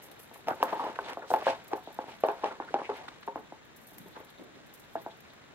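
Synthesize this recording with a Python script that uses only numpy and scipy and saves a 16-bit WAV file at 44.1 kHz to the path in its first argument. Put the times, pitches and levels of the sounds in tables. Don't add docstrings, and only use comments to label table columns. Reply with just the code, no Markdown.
import sys
import numpy as np
from scipy import signal
from scipy.fft import rfft, irfft, next_fast_len
from scipy.io import wavfile
from scipy.ndimage import uniform_filter1d, map_coordinates

SR = 44100
rng = np.random.default_rng(int(sys.argv[2]) if len(sys.argv) > 2 else 0)


def materialize(psi):
    bounded = np.clip(np.atleast_2d(psi).T, -1, 1)
    quanta = np.round(bounded * 32767).astype(np.int16)
    wavfile.write(sys.argv[1], SR, quanta)


def linear_from_db(decibels):
    return 10 ** (np.asarray(decibels, float) / 20)


N = 244666

# [f/Hz, level/dB per Hz]
SHELL = [(2400, -30), (3000, -11), (3700, -.1), (4250, -8), (4500, -28)]
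# [f/Hz, level/dB per Hz]
HISS = [(15, -31), (25, -5), (60, -2.5), (150, 5), (300, 3.5), (1100, -4.5), (1700, -1.5), (2600, -10),
        (3200, -11.5), (4200, -15), (4650, -24), (7000, -15.5), (12000, -59), (15000, -34), (15700, -27),
        (16050, -60)]
# [f/Hz, likeness]
HISS_ALIKE = [(25, -0.3), (60, 0.57), (200, 0.03), (600, -0.24), (4000, -0.051), (6800, -0.67),
              (15000, 0.41)]
# [f/Hz, left lead/radians]
PORT_LEAD = [(0, 0), (1460, -.95), (3100, -2.0), (5500, -3.3), (8400, -5.7), (11000, -6.3), (22050, -6.3)]
# [f/Hz, left gain and right loss/dB]
PORT_TILT = [(600, 0.64), (1300, 0), (2800, 0), (5000, 0.9), (10000, 0.6), (14000, -0.5)]

# [f/Hz, level/dB per Hz]
BOARDS = [(59, -66), (100, -46), (192, -14.5), (315, -6), (851, 0), (1280, -9.5), (1690, -11.5),
          (2040, -21.5), (3290, -25), (3590, -23), (6000, -40), (7800, -76), (13200, -120)]
# [f/Hz, width/Hz, lift/dB]
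BOARD_MODES = [(271, 59, 6.5), (416, 86, 9), (533, 27, 9.5), (671, 10, 11), (883, 62, 8.5), (1080, 38, 3)]
# [f/Hz, decay/s]
ECHO_DECAY = [(200, 0.19), (600, 0.19), (1500, 0.27), (4000, 0.18)]
# [f/Hz, likeness]
ECHO_ALIKE = [(200, 1), (700, 0.9), (1100, 0.78), (1500, 0.53), (4000, 0.1)]
# [f/Hz, level/dB per Hz]
PILE = [(710, -4), (1200, -7), (2220, -8), (3140, -11.5), (4410, -15), (5190, -18.5), (9990, -30.5),
        (12000, -36.5), (15600, -71), (22000, -120)]
# [f/Hz, level/dB per Hz]
UNDERLAY = [(40, -40), (90, -4), (150, -20), (280, 13), (500, 14), (1000, -70)]

# [t/s, pace/dB, weight/dB]
SLIDES = [(0.0, -52, -72), (0.43, -68, -56), (0.55, -48, -41), (0.68, -38.5, -98), (0.82, -28, -66),
          (0.96, -44, -71), (1.11, -31.5, -54), (1.22, -73, -68), (1.4, -29, -73), (1.85, -69, -62),
          (2.07, -48, -79), (2.24, -60, -60), (2.46, -35, -77), (2.6, -60.5, -50), (2.8, -41.5, -62),
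          (3.09, -48, -69), (3.3, -70, -61), (5.55, -62.5, -73)]

# [f/Hz, level/dB per Hz]
FOIL = [(3530, -17), (6000, -12), (7460, -11.5), (9120, -10), (10300, -11), (12100, -5.5), (13900, -7.5),
        (15200, -11), (16000, -36)]
# [t/s, level/dB, f/Hz, decay/s]
FLICKS = [(0.023, -37, 12400, 0.14), (0.194, -36.5, 11400, 0.077), (0.338, -37, 11200, 0.072),
          (0.477, -39.5, 11800, 0.11), (0.63, -27, 12700, 0.051), (1.311, -37.5, 12700, 0.22),
          (1.6786, -41, 13400, 0.075), (1.7565, -44, 13500, 0.1), (1.943, -45, 12000, 0.07),
          (2.262, -44, 10000, 0.087), (3.763, -39, 12600, 0.067), (3.8697, -36.5, 12100, 0.063),
          (3.983, -32.5, 13500, 0.032), (4.738, -32.5, 13800, 0.051)]
# [t/s, level/dB, f/Hz]
TAPS = [(0.114, -38, 11700), (0.2299, -47, 11500), (0.4094, -56, 12000), (0.497, -48, 12000),
        (0.517, -53, 11000), (0.77, -52, 13500), (0.845, -46, 13500), (0.989, -53, 12000),
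        (1.0979, -47, 11600), (1.131, -44, 8900), (1.285, -53, 9410), (1.5618, -49, 11900),
        (1.641, -45, 13100), (1.8367, -52, 14500), (1.9265, -42, 11700), (2.0787, -51, 11200),
        (2.2043, -41, 12200), (2.3131, -48, 12300), (2.9677, -43.5, 12100), (3.208, -49, 12200),
        (3.264, -48, 12300), (3.3627, -54, 9550), (3.815, -43, 12200), (3.9075, -47, 13200),
        (3.933, -41, 12100), (3.9714, -62, 13200), (4.0836, -49, 10900), (4.1884, -57, 13200),
        (4.2472, -50, 13600), (4.301, -45, 8860), (4.435, -49, 9500), (4.7955, -46, 14200),
        (5.017, -43.5, 14700), (5.1715, -50, 13400), (5.2046, -46, 13500)]
# [t/s, level/dB, f/Hz]
BRUSHES = [(1.0081, -58, 12100), (2.0048, -73, 11800), (2.148, -55, 12300), (3.3877, -56, 9800),
           (3.5289, -67, 13400), (3.6476, -54, 12300), (4.0557, -69, 11000), (4.358, -73, 8950),
           (4.6623, -51, 12700), (4.9072, -55, 13400), (4.9327, -51, 11100), (5.08, -62, 13000),
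           (5.335, -62, 12500)]
# [t/s, level/dB, f/Hz]
SNAPS = [(1.1322, -44, 10000), (1.641, -52, 13400), (1.388, -52, 13000), (1.945, -42, 11000),
         (2.005, -56, 13500), (2.094, -57, 11500), (2.101, -53, 11500), (2.172, -56, 11500),
         (2.343, -51, 12000), (1.8372, -47, 14500), (2.2045, -48, 12500), (2.2642, -48, 13500),
         (3.363, -51, 11000), (3.869, -45, 14000), (4.797, -50, 14000), (5.172, -53, 14000),
         (5.206, -53, 13000)]

# [middle t/s, half length/s, level/dB, f/Hz]
SWIPES = [(0.96, 0.005, -42.5, 1630), (3.086, 0.0047, -39, 1220), (0.697, 0.026, -42.5, 1470),
          (1.31, 0.015, -54.5, 6600), (1.463, 0.033, -68, 4400), (1.36, 0.01, -59, 11000),
          (1.435, 0.0068, -66, 12500), (3.3, 0.028, -57, 580), (1.96, 0.062, -64, 94),
          (0.12, 0.033, -55.5, 460), (0.19, 0.011, -53, 340), (0.51, 0.05, -50, 124),
          (1.5, 0.046, -56, 110), (3.4, 0.043, -52, 250), (5.03, 0.065, -55.5, 150),
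          (4.21, 0.025, -59, 1500), (4.46, 0.04, -57.5, 422), (0.35, 0.028, -59, 2000),
          (3.232, 0.0051, -49.5, 1440), (0.87, 0.037, -49.5, 1600), (0.9, 0.0018, -33, 590),
          (1.09, 0.016, -47, 2500), (1.111, 0.042, -48, 1400), (1.48, 0.039, -41.5, 2200),
          (1.508, 0.042, -47.5, 2530), (1.727, 0.017, -38.5, 690), (2.112, 0.04, -53.5, 2450),
          (2.52, 0.0096, -40, 840), (2.471, 0.025, -47.5, 2100), (2.9, 0.0054, -39.5, 1070),
          (1.3, 0.027, -54, 3620), (2.97, 0.029, -49, 2050), (3.998, 0.045, -52.5, 150),
          (4.086, 0.044, -51, 180), (4.167, 0.014, -46.5, 950), (4.207, 0.011, -59, 1200),
          (4.412, 0.026, -47, 290), (4.564, 0.058, -54, 280), (4.67, 0.059, -60.5, 150)]
# [middle t/s, half
# length/s, level/dB, f/Hz]
SNAGS = [(0.508, 0.025, -38, 1300), (0.733, 0.0067, -32.5, 880), (0.055, 0.014, -64, 12000),
         (0.228, 0.03, -61.5, 11500), (0.377, 0.027, -66, 11500), (3.9, 0.034, -67, 12500),
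         (4.02, 0.02, -69, 12100), (4.2, 0.0092, -67, 13000), (5.03, 0.022, -66, 13600),
         (1.053, 0.018, -52.5, 3600), (1.227, 0.0068, -41.5, 1400), (1.246, 0.0051, -46, 1250),
         (4.142, 0.024, -62, 3700), (4.293, 0.0068, -58, 3600), (4.306, 0.004, -57, 3600),
         (4.29, 0.006, -62, 1750), (0.622, 0.002, -42, 2600), (1.868, 0.037, -58.5, 3520),
         (2.625, 0.021, -48.5, 1460), (2.689, 0.013, -48, 1490), (2.796, 0.004, -38.5, 1458),
         (2.857, 0.021, -46.5, 2330), (3.235, 0.011, -61, 3730), (3.027, 0.042, -49.5, 786),
         (3.089, 0.004, -48, 3700), (4.993, 0.016, -60.5, 3650), (5.117, 0.014, -56.5, 3560),
         (5.302, 0.018, -60.5, 3740)]

# [t/s, level/dB]
CLAW_TIPS = [(0.196, -57), (0.473, -33), (0.4843, -23), (0.5063, -33), (0.693, -36), (0.706, -37),
             (0.628, -20.5), (0.988, -50), (1.0933, -34), (1.1331, -30.5), (1.339, -25), (1.412, -34),
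             (0.617, -35), (2.443, -25), (2.601, -56), (2.854, -41), (2.9175, -52), (2.0258, -50),
             (2.556, -48), (1.467, -40), (1.7336, -29), (2.237, -33.5), (2.286, -28.5), (2.742, -25),
             (2.8926, -43), (3.086, -50), (3.359, -47)]
# [t/s, level/dB, knock f/Hz, after-ring level/dB]
PADDED = [(0.311, -38.5, 835, -7.5), (0.47, -27.5, 730, 3.5), (0.509, -16, 730, -19),
          (0.731, -21, 910, -29), (0.864, -21, 755, -5.5), (1.17, -23.5, 694, -8.5),
          (1.3132, -14, 780, -41), (1.7293, -21, 820, -35), (1.872, -29, 720, -9),
          (1.987, -18.5, 810, -12.5), (2.039, -31.5, 796, -18), (2.08, -32.5, 775, -3),
          (2.599, -20, 900, -10.5), (2.74, -10.5, 754, -12), (2.788, -30.5, 590, 1),
          (2.815, -23.5, 930, -15), (2.9167, -28, 1120, -7.5), (3.085, -41, 950, -7),
          (3.2809, -22, 880, -13.5), (3.356, -20, 830, -10), (3.521, -29.5, 746, -13),
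          (3.918, -44.5, 704, -10), (4.057, -41.5, 353, -3.5), (4.094, -48, 350, -18),
          (4.166, -33.5, 470, -5.5), (4.199, -39, 585, -5.5), (4.394, -41.5, 417, -19),
          (4.953, -18, 747, -14), (5.061, -23, 780, -11.5)]
# [t/s, level/dB, knock f/Hz, after-ring level/dB]
CLAWED = [(0.357, -37, 1010, -8), (0.4827, -15.5, 737, -10), (0.6, -33.5, 900, 4), (0.6262, -5, 950, -14.5),
          (0.694, -31, 765, -5), (0.723, -26.5, 937, 1.5), (0.794, -25, 1000, 1.5), (0.819, -29, 820, -8),
          (0.838, -24.5, 890, -2), (0.987, -16.5, 1000, -13), (1.221, -33.5, 533, -1),
          (1.3022, -18, 785, -7.5), (1.3368, -8.5, 824, -11), (1.466, -9.5, 840, -7), (1.53, -28, 740, -18),
          (1.732, -18, 930, -10), (1.902, -37, 630, -8), (2.2353, -11, 610, -7.5), (2.2847, -13, 810, -8.5),
          (2.434, -21, 850, 2), (2.4379, -20.5, 910, -4.5), (2.509, -35, 540, -1), (2.8907, -22, 826, -3.5),
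          (3.2752, -25, 860, -35)]
# [t/s, level/dB, f/Hz]
BOARD_HUMS = [(0.486, -47, 582), (0.486, -37, 785), (0.486, -36.5, 880), (0.628, -48, 680),
              (0.628, -36, 871), (0.628, -48, 1070), (0.727, -35, 425), (0.727, -41, 682),
              (0.727, -33, 934), (0.795, -46, 780), (0.795, -38, 943), (0.795, -36.5, 1115),
              (0.989, -40.5, 406), (0.989, -46, 678), (0.989, -47, 1050), (1.305, -38, 491),
              (1.305, -38, 693), (1.305, -35, 876), (1.339, -35, 675), (1.339, -34, 750),
              (1.339, -26.5, 867), (1.468, -27, 533), (1.468, -27.5, 671), (1.468, -43, 892),
              (1.732, -42.5, 316), (1.732, -37.5, 408.4), (1.732, -38.5, 811), (1.988, -48, 523),
              (1.988, -43, 845), (1.988, -53.5, 1110), (2.237, -36, 540), (2.237, -26.5, 635),
              (2.237, -31, 788), (2.287, -34, 414), (2.287, -40, 680), (2.287, -33.5, 839),
              (2.437, -35, 422), (2.437, -35, 621), (2.437, -31.5, 816), (2.602, -54, 594),
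              (2.602, -50, 820), (2.602, -47, 1030), (2.742, -41, 611), (2.742, -28, 807),
              (2.742, -50, 1000), (2.893, -38.5, 414), (2.893, -60, 760), (2.893, -42, 876),
              (3.277, -41, 410), (3.277, -43, 529), (3.277, -37.5, 916), (3.358, -66, 437),
              (3.358, -46, 883), (3.358, -46, 1030), (4.955, -43.5, 323), (4.955, -37.5, 665),
              (4.955, -56, 910), (5.064, -55, 368), (5.064, -47, 666), (5.064, -49.5, 902)]
# [t/s, level/dB, f/Hz, swell/s]
THUDS = [(.628, -21.5, 517, 0.0024), (.6305, -35, 800, 0.0013), (.6395, -28, 960, 0.00068),
         (.655, -38, 689, 0.0084), (.82, -32.5, 800, 0.011), (.85, -36, 992, 0.0061),
         (0.988, -31.5, 1500, 0.0028), (1.085, -44, 950, 0.011), (1.171, -35, 1090, 0.0013),
         (1.19, -39.5, 731, 0.0044), (1.41, -43, 1160, 0.0054), (1.477, -27.5, 1630, 0.0021),
         (1.7326, -24, 425, 0.0024), (1.76, -43.5, 739, 0.014), (2.2366, -22.5, 482, 0.004),
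         (2.2359, -26, 1166, 0.0022), (2.437, -32.5, 1077, 0.0056), (2.508, -38, 1395, 0.0025),
         (2.705, -41, 452, 0.0031), (2.815, -44, 426, 0.0069), (2.988, -48, 862, 0.0053),
         (3.32, -48, 965.4, 0.0065), (0.5068, -35, 890, 0.00047), (1.3043, -24.5, 810, 0.0037),
         (1.3443, -17, 815, 0.001), (2.7425, -30, 770, 0.0021), (2.896, -29.5, 433, 0.0024),
         (4.21, -43.5, 515, 0.0024), (4.232, -50, 930, 0.0022), (4.406, -58, 332, 0.0038),
         (3.375, -40.5, 429, 0.0045), (4.97, -41.5, 790, 0.0037)]

TAP_T60_S, BRUSH_T60_S = 0.035, 0.076
SWELL_SHARE = 0.064
TRAIL_DB, TRAIL_T60_S, REST_DB = -29, 0.97, -91.5
RATTLE_S, RATTLE_DB, RATTLE_LOSS_DB = 0.019, -18, -3
SWIPE_WIDTH, SNAG_WIDTH = 0.89, 0.35
PAD_PUSH_DB, PAD_TICK_DB = -13.5, -51
TOE_PUSH_DB, TOE_TICK_DB = -29.5, -20
FIRM_DB, TICK_LAGS, PUSH_LAGS = -17.5, 0.1, 0.32
KNOCK_SHARP = 2.01
MUFFLE_HZ = 6500


def unit(x):
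    return x / np.sqrt(np.mean(x ** 2) + 1e-20)


def along(points, hz):
    f, value = np.transpose(points)
    return np.interp(np.log(hz + 1), np.log(f + 1), value)


def curves(rows):
    s, *columns = np.transpose(rows)
    return [np.interp(np.arange(N) / SR, s, column) for column in columns]


def filtered(x, response):
    size = next_fast_len(x.shape[-1] + 4096)
    spectrum = rfft(x, size) * response(np.fft.rfftfreq(size, 1 / SR))
    return irfft(spectrum, size)[..., :x.shape[-1]]


def spread(pair, spectrum, alike):
    def response(hz):
        turn = np.arccos(np.clip(along(alike, hz), -1, 1)) / 2
        return linear_from_db(along(spectrum, hz)) * [np.cos(turn), np.sin(turn)]

    mid, side = filtered(pair, response)
    return unit(np.array([mid + side, mid - side]))


def grains(per_s, spread_db, clump_db, clump_s):
    sizes = np.minimum(rng.exponential(size=N), 4)
    hits = (rng.random(N) < per_s / SR) * linear_from_db(spread_db * sizes)
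    clumps = map_coordinates(rng.standard_normal(N), [np.arange(N) / (clump_s * SR)])
    return uniform_filter1d(hits, size=5) * linear_from_db(clump_db * clumps) * rng.standard_normal((2, N))


def add(track, s, sound):
    part = track[..., round(s * SR):][..., :sound.shape[-1]]
    part += sound[..., :part.shape[-1]]


def soft_ring(t, hz, rise_s):
    return t / rise_s * np.exp(1 - t / rise_s) * np.sin(2 * np.pi * hz * t)


def camera():
    ticks = grains(per_s=1500, spread_db=2.2, clump_db=4, clump_s=0.012)
    return linear_from_db(-70.5) * spread(ticks, SHELL, [(3700, 0.6)])


def port_hiss():
    hiss = spread(rng.standard_normal((2, N)), HISS, HISS_ALIKE)
    return linear_from_db(-57) * hiss * linear_from_db([[0.7], [-0.7]])


def slides():
    drag_db, rub_db = curves(SLIDES)
    rasp_db = -53 + 0.27 * (drag_db + 45)
    drag = spread(grains(per_s=2700, spread_db=1.0, clump_db=-3.0, clump_s=0.012), BOARDS, ECHO_ALIKE)
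    rasp = grains(per_s=14000, spread_db=1.8, clump_db=1.8, clump_s=0.006)
    rasp = spread(rasp, PILE, [(1500, 0.7), (8000, 0.39)])
    rub = spread(grains(per_s=900, spread_db=3.5, clump_db=3, clump_s=0.025), UNDERLAY, [(100, 0.93)])
    return linear_from_db(drag_db - 11.0) * drag + linear_from_db(rasp_db) * rasp + linear_from_db(rub_db - 8.5) * rub


def toy():
    shake, clicks, t = np.zeros(N), np.zeros(N), np.arange(SR // 2) / SR
    shakes = list(FLICKS)
    for s, db, hz, _ in FLICKS:
        for k in (1, 2):
            rebound_db = db + RATTLE_DB + (k - 1) * RATTLE_LOSS_DB
            shakes.append((s + k * RATTLE_S, rebound_db, hz, TAP_T60_S))
    shakes += [(*row, TAP_T60_S) for row in TAPS]
    shakes += [(*row, BRUSH_T60_S) for row in BRUSHES]
    for s, db, hz, t60 in shakes:
        settle = linear_from_db(-60 * t / max(t60, 0.02)) + linear_from_db(TRAIL_DB - 60 * t / TRAIL_T60_S)
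        swell = 1 - np.exp(-t / (SWELL_SHARE * t60))
        add(shake, s - 0.001, linear_from_db(db - 13.5) * settle * swell)
        add(clicks, s, linear_from_db(db - 11) * soft_ring(t, hz, rise_s=0.0003))
    shake += linear_from_db(REST_DB)
    ticks = grains(per_s=5800, spread_db=-3.0, clump_db=3.0, clump_s=0.01)
    ticks = spread(ticks, FOIL, [(7000, 0.25), (13000, 0.39)])
    pings = strand_pings(count=9000, hz_spread=0.155, life_s=0.00053, spread_db=7.0)
    return shake * (linear_from_db(4.0) * ticks + linear_from_db(-9.0) * pings) + clicks


def strand_pings(count, hz_spread, life_s, spread_db):
    when = rng.random(count) * (N - 200)
    detune = np.exp(hz_spread * rng.standard_normal(count))
    size = np.minimum(rng.exponential(size=count), 3)
    s, hz = np.transpose(sorted([row[:3] for row in FLICKS] + TAPS + BRUSHES))[[0, 2]]
    pitch = np.clip(np.interp(when / SR, s, hz) * detune, 3000, 15800)
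    step = np.arange(200)
    rings = linear_from_db(spread_db * size)[:, None] * soft_ring(step / SR, pitch[:, None], rise_s=life_s)
    places = when.astype(int)[:, None] + step
    return unit(np.bincount(places.ravel(), rings.ravel(), N))


def swipes():
    out = np.zeros((2, N))
    catches = grains(per_s=15000, spread_db=1.8, clump_db=1.3, clump_s=0.004)
    strokes = [(*row, SWIPE_WIDTH) for row in SWIPES] + [(*row, SNAG_WIDTH) for row in SNAGS]
    for s, half_s, db, hz, width in strokes:
        start = max(round((s - 3 * half_s) * SR), 0)
        reach = round(6 * half_s * SR)

        def band(f):
            return 1 / (1 + ((hz * hz - f * f) / ((f + 1) * width * hz)) ** 2)

        mid, side = filtered(catches[:, start:start + reach], band)
        side = side * min(1, 4000 / hz)
        swell = np.exp(-((np.arange(reach) - reach / 2) / (half_s * SR)) ** 2)
        stroke = unit(np.array([mid + 0.64 * side, mid - 0.77 * side]))
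        add(out, start / SR, linear_from_db(db) * swell * stroke)
    return out


def claw_tips():
    out, t = np.zeros(N), np.arange(SR // 100) / SR
    click = soft_ring(t, 2700, rise_s=0.0002) + soft_ring(t, 5250, rise_s=0.0002) / 2
    for s, db in CLAW_TIPS:
        add(out, s, linear_from_db(db) * click)
    return out


def paws():
    out, t = np.zeros((2, N)), np.arange(SR // 4) / SR
    steps = [(*row, PAD_TICK_DB, PAD_PUSH_DB) for row in PADDED]
    steps += [(*row, TOE_TICK_DB, TOE_PUSH_DB) for row in CLAWED]
    claw = soft_ring(t, 2600, rise_s=0.0004) + 0.4 * soft_ring(t, 4300, rise_s=0.0003)
    arrives = 1 - np.exp(-(t / 0.0037) ** 2)
    for s, db, hz, ring_db, tick_db, push_db in sorted(steps):
        cycles = hz * t / 0.8
        swell = (cycles * np.exp(1 - cycles)) ** KNOCK_SHARP
        sag = 0.26 * (1 - np.exp(-t / 0.00006))
        sound = swell * np.sin(2 * np.pi * hz * t + sag)
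        sound += linear_from_db(-14.5) * soft_ring(t, 1.554 * hz, rise_s=0.00073)
        firmer_db = db - FIRM_DB
        sound += linear_from_db(push_db - PUSH_LAGS * firmer_db) * soft_ring(t, 302.5, rise_s=0.0021)
        sound += linear_from_db(tick_db - TICK_LAGS * firmer_db) * claw
        echo = linear_from_db(ring_db - 8.5) * arrives * after_ring(size=len(t), hz_paw=hz)
        add(out, s + 0.001712, linear_from_db(db - 1.0) * (sound + echo))
    return out


def after_ring(size, hz_paw):
    hz, t, z = signal.stft(rng.standard_normal((2, size)), SR, nperseg=256)
    patches_db = 2.4 * unit(uniform_filter1d(rng.standard_normal(z.shape[1:]), size=4))
    fade_db = -60 * t / along(ECHO_DECAY, hz)[:, None]
    tail = signal.istft(z * linear_from_db(patches_db + fade_db), SR, nperseg=256)[1][:, :size]
    modes = BOARD_MODES + [(hz_paw, 300, 2.5)]

    def lift(f):
        return linear_from_db(sum(db / (1 + (2 * (f - c) / w) ** 2) for c, w, db in modes))

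    tail = filtered(spread(tail, BOARDS, ECHO_ALIKE), lift)
    return tail / np.sqrt(np.mean(tail[:, :SR // 40] ** 2))


def board_hums():
    out, t = np.zeros((2, N)), np.arange(SR // 6) / SR
    choke = np.exp(-(t / 0.056) ** 2) * linear_from_db(-60 * t / 0.27)
    shape = (1 - np.exp(-t / 0.00063)) * choke
    for s, db, hz in BOARD_HUMS:
        knot = rng.standard_normal(24)
        drift = 0.13 * map_coordinates(knot, [100 * t + 2]) + 3 * knot[0]
        apart = 0.25 * knot[1] * np.array([[1], [-1]])
        add(out, s, linear_from_db(db + 3.5) * shape * np.sin(2 * np.pi * hz * t + drift + apart))
    return out


def thuds():
    out, t = np.zeros(N), np.arange(SR // 8) / SR
    for s, db, hz, swell_s in THUDS:
        add(out, s, linear_from_db(db) * soft_ring(t, hz, rise_s=swell_s))
    return out


def strand_snaps():
    out, t = np.zeros(N), np.arange(SR // 8) / SR
    for s, db, hz in SNAPS:
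        add(out, s, linear_from_db(db) * soft_ring(t, hz, rise_s=0.000091))
    return out


def scene():
    def muffle(f):
        return 1 / (1 + 1.4j * f / MUFFLE_HZ - (f / MUFFLE_HZ) ** 2)

    steps = filtered(claw_tips() + paws(), muffle)
    return slides() + toy() + swipes() + steps + board_hums() + thuds() + strand_snaps()


def low_pass(x):
    return signal.sosfilt(signal.butter(12, 16790, fs=SR, output="sos"), x)


def record(dry):
    hz, lead = np.transpose(PORT_LEAD)

    def ports(f):
        delay = np.exp(1j * np.outer([1, 0], np.interp(f, hz, lead)))
        bass_cut = (1j * f / (1j * f + 110)) ** 2
        return delay * bass_cut * linear_from_db(np.outer([1, -1], along(PORT_TILT, f)))

    mix = filtered(dry, ports) + port_hiss() + camera()
    mix = filtered(mix, lambda f: f < 15850)
    return low_pass(mix)


dry = scene()
out = record(dry)
materialize(out)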